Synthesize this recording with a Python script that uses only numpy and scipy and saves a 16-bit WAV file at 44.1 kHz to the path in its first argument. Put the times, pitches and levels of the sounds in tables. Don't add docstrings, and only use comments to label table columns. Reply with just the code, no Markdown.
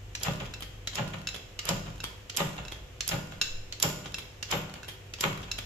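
import sys
import numpy as np
from scipy import signal
from scipy.fft import rfft, irfft
from scipy.io import wavfile
from scipy.ndimage import uniform_filter1d

SR = 44100
rng = np.random.default_rng(int(sys.argv[2]) if len(sys.argv) > 2 else 0)


def digitize_waveform(pressure):
    field = np.atleast_2d(pressure).T
    bounded = np.clip(field, -1, 1)
    quanta = np.round(bounded * 32767).astype(np.int16)
    wavfile.write(sys.argv[1], SR, quanta)


N = 249165
TIME = np.arange(N) / SR


def undb(db):
    return 10 ** (np.asarray(db) / 20)


def unit(x):
    return x / np.sqrt(np.mean(x ** 2))


def at(table, hz):
    table_hz, value = np.transpose(table)
    return np.interp(np.log(hz + 1), np.log(table_hz), value)


def swell(t, rise, fade):
    return np.exp(np.minimum(t / max(rise, .0002), -t / max(fade, .0002)))


def noise(colour, size, alike_hz, treble_db=0):
    hz = np.arange(size // 2 + 1) * SR / size
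    mid, side = rfft(rng.standard_normal((2, size)))
    alike = .96 / (1 + (hz / alike_hz) ** 2)
    opposite = np.array([[1], [-1]])
    pair = np.sqrt(1 + alike) * mid + np.sqrt(1 - alike) * side * opposite
    shelf_db = treble_db * (1 + np.tanh((hz - 8000) / 500)) / 2
    return unit(irfft(pair * undb(at(colour, hz) + shelf_db), size))


def band(lo_hz, hi_hz):
    sos = signal.butter(2, [lo_hz, hi_hz], "band", fs=SR, output="sos")
    z = signal.hilbert(signal.sosfilt(sos, rng.standard_normal(N)))
    return unit(z.real / np.sqrt(np.abs(z)))


def grit(size, depth_db, count=60):
    steps = np.repeat(rng.standard_normal(size // count + 1), count)[:size]
    return unit(uniform_filter1d(undb(depth_db * steps), count))


def ring(modes, t, detune, spread, scatter=3):
    out = 0
    for hz, db, t60 in modes:
        f = hz * (1 + detune * rng.standard_normal())
        shared_phase = scatter * rng.standard_normal()
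        phase = shared_phase + min(spread * hz / 1000, 2) * rng.standard_normal((2, 1))
        out = out + undb(db - 60 * t / t60) * np.sin(2 * np.pi * f * t + phase)
    return out


def add(out, s, sound):
    i = max(int(s * SR), 0)
    part = sound[:, :N - i]
    out[:, i:i + part.shape[1]] += part


# time of the snap in seconds, snap level in dB, its treble above 8 kHz in dB,
# catch in seconds before the snap, catch level in dB, build-up of the knock in seconds,
# knock in seconds after the snap, knock level in dB.
STROKES = [(0.233, -23, 2, 0.034, -49, 0.017, 0.034, -27.5),
           (0.9551, -27.5, -4.5, 0.0066, -50, 0.016, 0.03, -28.5),
           (1.690, -20, -2, 0.037, -29, 0.02, 0.0048, -26.5),
           (2.371, -20, 3, 0.0063, -26.5, 0.014, 0.027, -24),
           (3.0895, -23.5, 2.5, 0.0122, -22, 0.018, 0.031, -27.5),
           (3.8261, -14.5, 2.5, 0.0265, -29.5, 0.0039, 0.005, -23.5),
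           (4.5126, -24.5, -4, 0.0068, -44, 0.011, 0.014, -23.5),
           (5.2085, -22.5, 2.5, 0.0073, -44, 0.011, 0.030, -24)]
# frequency in Hz, level in dB.
SNAP_COLOUR = [(300, 1), (1500, -9), (3000, 6.5), (4200, 7), (5300, 13.5), (6100, 7), (7300, 12),
               (8800, -9), (11200, -1.5), (13200, 5.5), (14500, -6.5)]
# frequency in Hz, level in dB, t60 in seconds.
LINKS = [(3240, -14.5, 0.08), (3330, -14, 0.09)]
CRUNCH_DB = -11.5


def snaps(ring_db=-4, ping_hz=7300, ping_db=-1, ping_t60=0.015, rise=0.0015, fade=0.0031,
          crunch_rise=0.0023, crunch_fade=0.007, grit_db=4):
    out, t = np.zeros((2, N)), TIME[:SR // 4]
    lead, seat = .02, .001
    for s, db, treble_db, *_, knock_db in STROKES:
        tick = swell(t - lead - seat, rise, fade) * noise(SNAP_COLOUR, len(t), 630, treble_db)
        crunch_shape = swell(t - lead - seat, crunch_rise, crunch_fade) * grit(len(t), grit_db)
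        crunch = crunch_shape * noise(RATTLE_COLOUR, len(t), 600, 1.5)
        add(out, s - lead, undb(db) * tick + undb(knock_db + CRUNCH_DB) * crunch)
        ping = ring([(ping_hz, ping_db, ping_t60)], t, detune=0.025, spread=0.0084)
        links = undb(ring_db) * ring(LINKS, t, detune=0.00299, spread=0.04)
        add(out, s, undb(db) * np.minimum(t / seat, 1) * (ping + links))
    return out


TOUCH_S, TOUCH_DB = 0.0074, -40.5


def catches(rise=0.00013, fade=0.0024, treble_db=3, ping_hz=11250, ping_db=-1, ping_t60=0.014):
    out, t = np.zeros((2, N)), TIME[:SR // 16]
    lead, seat = .005, .001
    for s, _, _, earlier, catch_db, *_ in STROKES:
        for before, db in [(earlier, catch_db), (TOUCH_S, TOUCH_DB)]:
            tick = swell(t - lead - seat, rise, fade) * noise(SNAP_COLOUR, len(t), 630, treble_db)
            ping = ring([(ping_hz, ping_db, ping_t60)], t, detune=0.0055, spread=0.014)
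            add(out, s - before - lead, undb(db) * tick)
            add(out, s - before, undb(db) * np.minimum(t / seat, 1) * ping)
    return out


AFTER_S, AFTER_STEP_S, AFTER_DB, AFTER_STEP_DB, AFTER_BUILD_S = 0.136, 0.0155, -5, -2.5, 0.0034
BOOM_DB, AFTER_BOOM_DB = -37, -42.5


def knocks():
    rows = []
    for k, (s, *_, build, delay, db) in enumerate(STROKES):
        knock_s = s + delay
        after_s = knock_s + AFTER_S + k * AFTER_STEP_S
        weaker_db = AFTER_DB + k * AFTER_STEP_DB
        rows.append((knock_s, db, BOOM_DB, build))
        rows.append((after_s, db + weaker_db, AFTER_BOOM_DB + weaker_db, AFTER_BUILD_S))
    return rows


# frequency in Hz, level in dB.
CLATTER_COLOUR = [(100, 2.5), (160, 15), (260, -5), (520, 4), (850, 2.5), (1200, 2), (2000, -1.5),
                  (2900, 2.5), (4000, -7), (5200, -21.5), (6000, -17.5), (7200, -7.5), (8500, -78),
                  (13500, -43)]


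def clatter(fade=0.017, lag_1khz=.01, grit_db=4, port_lag=0.00019):
    out, t = np.zeros((2, N)), TIME[:SR * 2 // 5]
    hz = np.arange(len(t) // 2 + 1) * SR / len(t)
    lead = .08
    late = np.exp(-4j * np.pi * lag_1khz * np.sqrt(1000 * hz))
    ports = np.exp(-2j * np.pi * hz * np.array([[port_lag], [0]]))
    for s, db, _, build in knocks():
        burst = swell(t - lead, build, fade) * noise(CLATTER_COLOUR, len(t), 770)
        burst = irfft(rfft(burst) * late * ports, len(t)) * grit(len(t), grit_db, count=110)
        add(out, s - lead - lag_1khz / 2, undb(db) * burst)
    return out


# frequency in Hz, level in dB, t60 in seconds.
FRAME = [(122.6, 5, 0.29), (138.7, -7.5, 0.61), (154.06, 3.5, 0.69), (187.6, 1, 0.7), (204, -4, 0.61),
         (247, -13.5, 1), (300.4, -9.5, 1.0), (381, -12.5, 1.0), (494, -5, 0.29), (555, 4, 0.21),
         (604, -8.5, 0.86), (820, 6, 0.085), (889, -6.5, 0.28), (984, -16, 1), (1298, -35, 0.39),
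         (1433, -10.5, 1), (2780, -15, 0.8), (3240, -49, 0.49)]


def booms(rise=0.0023, delay=.014):
    out, t = np.zeros((2, N)), TIME[:SR * 3 // 5]
    for s, _, db, _ in knocks():
        frame = ring(FRAME, t, detune=0.0025, spread=0.98, scatter=1.81)
        add(out, s + delay, undb(db) * (1 - np.exp(-t / rise)) * frame)
    return out


def creaks(level_db=-12, spread_db=3, settle=.13, fade=0.0025, count=7):
    out, t = np.zeros((2, N)), TIME[:2048]
    for s, db, _, _ in knocks():
        for wait, size in zip(rng.exponential(1, count), rng.standard_normal(count)):
            tick = np.exp(-t / fade - wait / 2) * noise(RATTLE_COLOUR, len(t), 900, treble_db=-2.5)
            tick_db = db + level_db + spread_db * size
            add(out, min(s + settle * wait, TIME[-1]), undb(tick_db) * tick)
    return out


def valve(level_db=-48, per_knock_db=3, hz=12850, width_hz=130, rise=0.012, hold=0.06, fade=0.039):
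    out, t = np.zeros((2, N)), TIME[:SR // 3]
    sos = signal.butter(1, [hz - width_hz / 2, hz + width_hz / 2], "band", fs=SR, output="sos")
    shape = np.minimum(t / rise, 1) * np.exp(-np.maximum(t - hold, 0) / fade)
    heaviest_db = max(row[-1] for row in STROKES)
    for s, *_, knock_db in STROKES:
        whistle = unit(signal.sosfilt(sos, rng.standard_normal((2, len(t)))))
        whistle_db = level_db + per_knock_db * (knock_db - heaviest_db)
        add(out, s, undb(whistle_db) * shape * whistle)
    return out


# start in seconds, level in dB, pitch of the pin in Hz.
CLACKS = [(0.1503, -26, 4050), (0.8720, -22.5, 3920), (1.590, -23.5, 2830), (2.2962, -28, 2790),
          (3.0062, -23, 4220), (3.7237, -27.5, 4380), (4.4260, -25, 2780), (5.1359, -30, 2600)]
# frequency in Hz, level in dB.
CLACK_COLOUR = [(200, 0), (900, -2.5), (1700, 6), (3000, 11), (4500, 8), (6000, 9), (7400, 6.5), (8500, -2),
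                (11000, 6.5), (14000, 8)]


def clacks(rise=0.0017, hold=0.00022, fade=0.0054, grit_db=3, ring_db=-6, ring_t60=0.044, treble_db=-18.0):
    out, t = np.zeros((2, N)), TIME[:SR // 16]
    shape = np.exp(-np.maximum(t - hold, 0) / fade)
    for s, db, hz in CLACKS:
        scrape = shape * grit(len(t), grit_db) * noise(CLACK_COLOUR, len(t), 380, treble_db)
        pin = ring([(hz, ring_db, ring_t60)], t, detune=0.002, spread=0.41)
        add(out, s, undb(db) * np.minimum(t / rise, 1) * (scrape + pin))
    return out


# time of the drop in seconds, level in dB,
# tilt of the ring in dB per octave, bounce in seconds after the drop, bounce level in dB relative to the drop,
# level of the scrape on letting go in dB.
RETURNS = [(0.5375, -33.5, -1.5, 0.0044, -6, -35.5), (1.2713, -24, 2.5, 0.016, -5, -43.5),
           (2.0020, -35, -1.5, 0.0025, -6, -55), (2.6502, -39, -1.5, 0.031, 1.5, -56),
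           (3.4134, -15.5, 4, 0.011, -14, -47.5), (4.1423, -25.5, 1.5, 0.003, -31, -33.5),
           (4.8306, -38.5, -5, 0.014, -5, -49), (5.5146, -24, 7.5, 0.0042, -13, -35)]
# frequency in Hz, level in dB, t60 in seconds.
LEVER = [(1546, 8, 0.011), (2648, 0.5, 0.048), (2740, 0, 0.053), (3486, -8, 0.038), (3923, -4.5, 0.044),
         (3987, 12.5, 0.01), (5275, 4, 0.021), (6854, -2, 0.023)]


def clanks(crack_db=-2, ring_db=-4, ring_per_db=0.04, treble_db=-14, rise=0.0018, contact=0.0046):
    out, t = np.zeros((2, N)), TIME[:SR // 5]
    hardest_db = max(row[1] for row in RETURNS)
    for s, db, tilt, bounce, bounce_db, _ in RETURNS:
        modes = [(hz, mode_db + tilt * np.log2(hz / 4000), t60) for hz, mode_db, t60 in LEVER]
        for wait, hit_db in [(0, db), (bounce, db + bounce_db)]:
            crack = noise(CLACK_COLOUR, len(t), 700, treble_db) * np.exp(-t / contact)
            lever_db = ring_db + ring_per_db * (hit_db - hardest_db)
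            lever = undb(lever_db) * ring(modes, t, detune=0.0054, spread=0.13)
            hit = np.minimum(t / rise, 1) * (undb(crack_db) * crack + lever)
            add(out, s + wait, undb(hit_db) * hit)
    return out


TAKE_UP_S, TAKE_UP_DB, TAKE_UP_FADE_S = 0.028, -43.5, 0.033
LET_GO_S, LET_GO_FADE_S = 0.086, 0.0079
# start in seconds, level in dB, treble above 8 kHz in dB, fade time constant in seconds.
RATTLES = [(0.604, -33, 11, 0.0046), (0.620, -31, -1, 0.0087), (1.34, -33.5, -2, 0.016),
           (2.035, -25.5, -1, 0.0075), (2.7138, -37.5, -4, 0.018), (4.180, -31.5, 1.5, 0.011),
           (4.877, -37, 2, 0.026), (5.5819, -24, 0, 0.0059)]
# frequency in Hz, level in dB.
RATTLE_COLOUR = [(200, 11), (1000, 7.5), (2700, 9), (3250, 9.5), (4000, 6.5), (7000, 1.5), (8500, -8.5),
                 (13500, -2)]


def rattles(rise=0.0058, scrape_treble_db=-9, grit_db=5, ring_db=-6, ring_hz=3280, ring_width_hz=260):
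    out, t = np.zeros((2, N)), TIME[:SR // 5]
    guide = signal.iirpeak(ring_hz, ring_hz / ring_width_hz, fs=SR)
    take_ups = [(s - TAKE_UP_S, TAKE_UP_DB, scrape_treble_db, TAKE_UP_FADE_S) for s, *_ in STROKES]
    let_gos = [(s - LET_GO_S, db, scrape_treble_db, LET_GO_FADE_S) for s, *_, db in RETURNS]
    for s, db, treble_db, fade in take_ups + let_gos + RATTLES:
        shape = np.minimum(t / rise, 1) * np.exp(-t / fade) * grit(len(t), grit_db)
        contacts = shape * noise(RATTLE_COLOUR, len(t), 720, treble_db)
        ringing = unit(signal.lfilter(*guide, contacts)) * np.std(contacts)
        add(out, s, undb(db) * (contacts + undb(ring_db) * ringing))
    return out


# frequency in Hz, left minus right in dB.
SHADE = [(2500, -0.5), (5500, -2.5), (7200, -7), (10500, -19), (13000, 0)]


def shaded(pair):
    hz = np.arange(N // 2 + 1) * SR / N
    half_db = at(SHADE, hz) * np.array([[1], [-1]]) / 2
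    return irfft(rfft(pair) * undb(half_db), N)


# frequency in Hz, t60 in seconds.
ROOM_T60 = [(150, 0.88), (600, 1.0), (3000, 0.61), (7000, 0.76), (14000, 0.48)]


def workshop(dry, early_db=-2, early_fade=0.062, gap=0.0011):
    t = TIME[:SR]
    hz = np.arange(len(t) // 2 + 1) * SR / len(t)
    spectrum = rfft(noise([(20, 0), (20000, 0)], len(t), 600))
    centres = 125 * 2. ** np.arange(8)
    tail = 0
    for centre, weights in zip(centres, np.eye(len(centres))):
        part = irfft(spectrum * at(np.column_stack([centres, weights]), hz), len(t))
        tail = tail + part * np.exp(-np.log(1000) * t / at(ROOM_T60, centre))
    tail = tail * (1 + undb(early_db) * np.exp(-t / early_fade)) * (t > gap)
    return signal.fftconvolve(dry, unit(tail) / np.sqrt(len(t)), axes=1)[:, :N]


# frequency in Hz, level in dB.
SHOP = [(15, -37), (25, -14.5), (99, -1), (219, -17.5), (498, -14.5), (649, -19), (1190, -23),
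        (2940, -20.5), (4250, -30), (7220, -28.5), (9170, -43), (14000, -36)]
# frequency in Hz, level in dB before the gains of hum and overtones.
HUM = [(100.6, -1), (301, -19), (382, -13), (501, -10.5), (700, -18.5)]
# time in seconds, level in dB before the hum gain.
HUM_LEVEL = [(0.1, -48.0), (0.8, -50.5), (1.15, -45.5), (1.4, -58), (1.8, -48), (2.2, -56.0), (5.6, -53)]
# time in seconds, level in dB before the rumble gain.
RUMBLE_LEVEL = [(0, -52.5), (0.5, -49.5), (1.0, -55), (1.7, -56), (1.95, -49), (2.4, -66), (2.65, -50.5),
                (3.1, -55), (5.0, -62), (5.55, -49.5)]
GRIP_S, GRIP_DB, GRIP_RISE_S, GRIP_FADE_S = 3.54, -35.5, 0.075, 0.079


def background(air_db=-51.0, hum_db=1, overtones_db=-55, rumble_db=3, waver=0.48):
    hum_level = undb(np.interp(TIME, *np.transpose(HUM_LEVEL)))
    rumble_level = undb(np.interp(TIME, *np.transpose(RUMBLE_LEVEL)))
    drift = waver * band(0.33, 14.0)
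    lines = [np.sqrt(2) * undb(db) * np.sin(2 * np.pi * hz * TIME + drift) for hz, db in HUM]
    hum = undb(hum_db) * hum_level * lines[0] + undb(overtones_db) * sum(lines[1:])
    rumble = undb(rumble_db) * rumble_level * band(35.6, 59.2)
    handling = undb(GRIP_DB) * swell(TIME - GRIP_S, GRIP_RISE_S, GRIP_FADE_S) * band(9.3, 13.5)
    air = undb(air_db) * noise(SHOP, N, 450)
    return air + hum + rumble + handling


def scene():
    pins, lever, frame = clacks(), clanks(), clatter()
    ticks = snaps() + catches()
    chatter = rattles() + creaks()
    sent = undb(-4) * (pins + lever) + undb(-4.5) * ticks + undb(-3) * (chatter + frame)
    direct = shaded(pins + lever + ticks + chatter) + frame
    return direct + booms() + valve() + workshop(sent) + background()


TOP_HZ = 14400


def record(dry):
    return signal.sosfiltfilt(signal.butter(14, TOP_HZ, fs=SR, output="sos"), dry)


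dry = scene()
out = record(dry)
digitize_waveform(out)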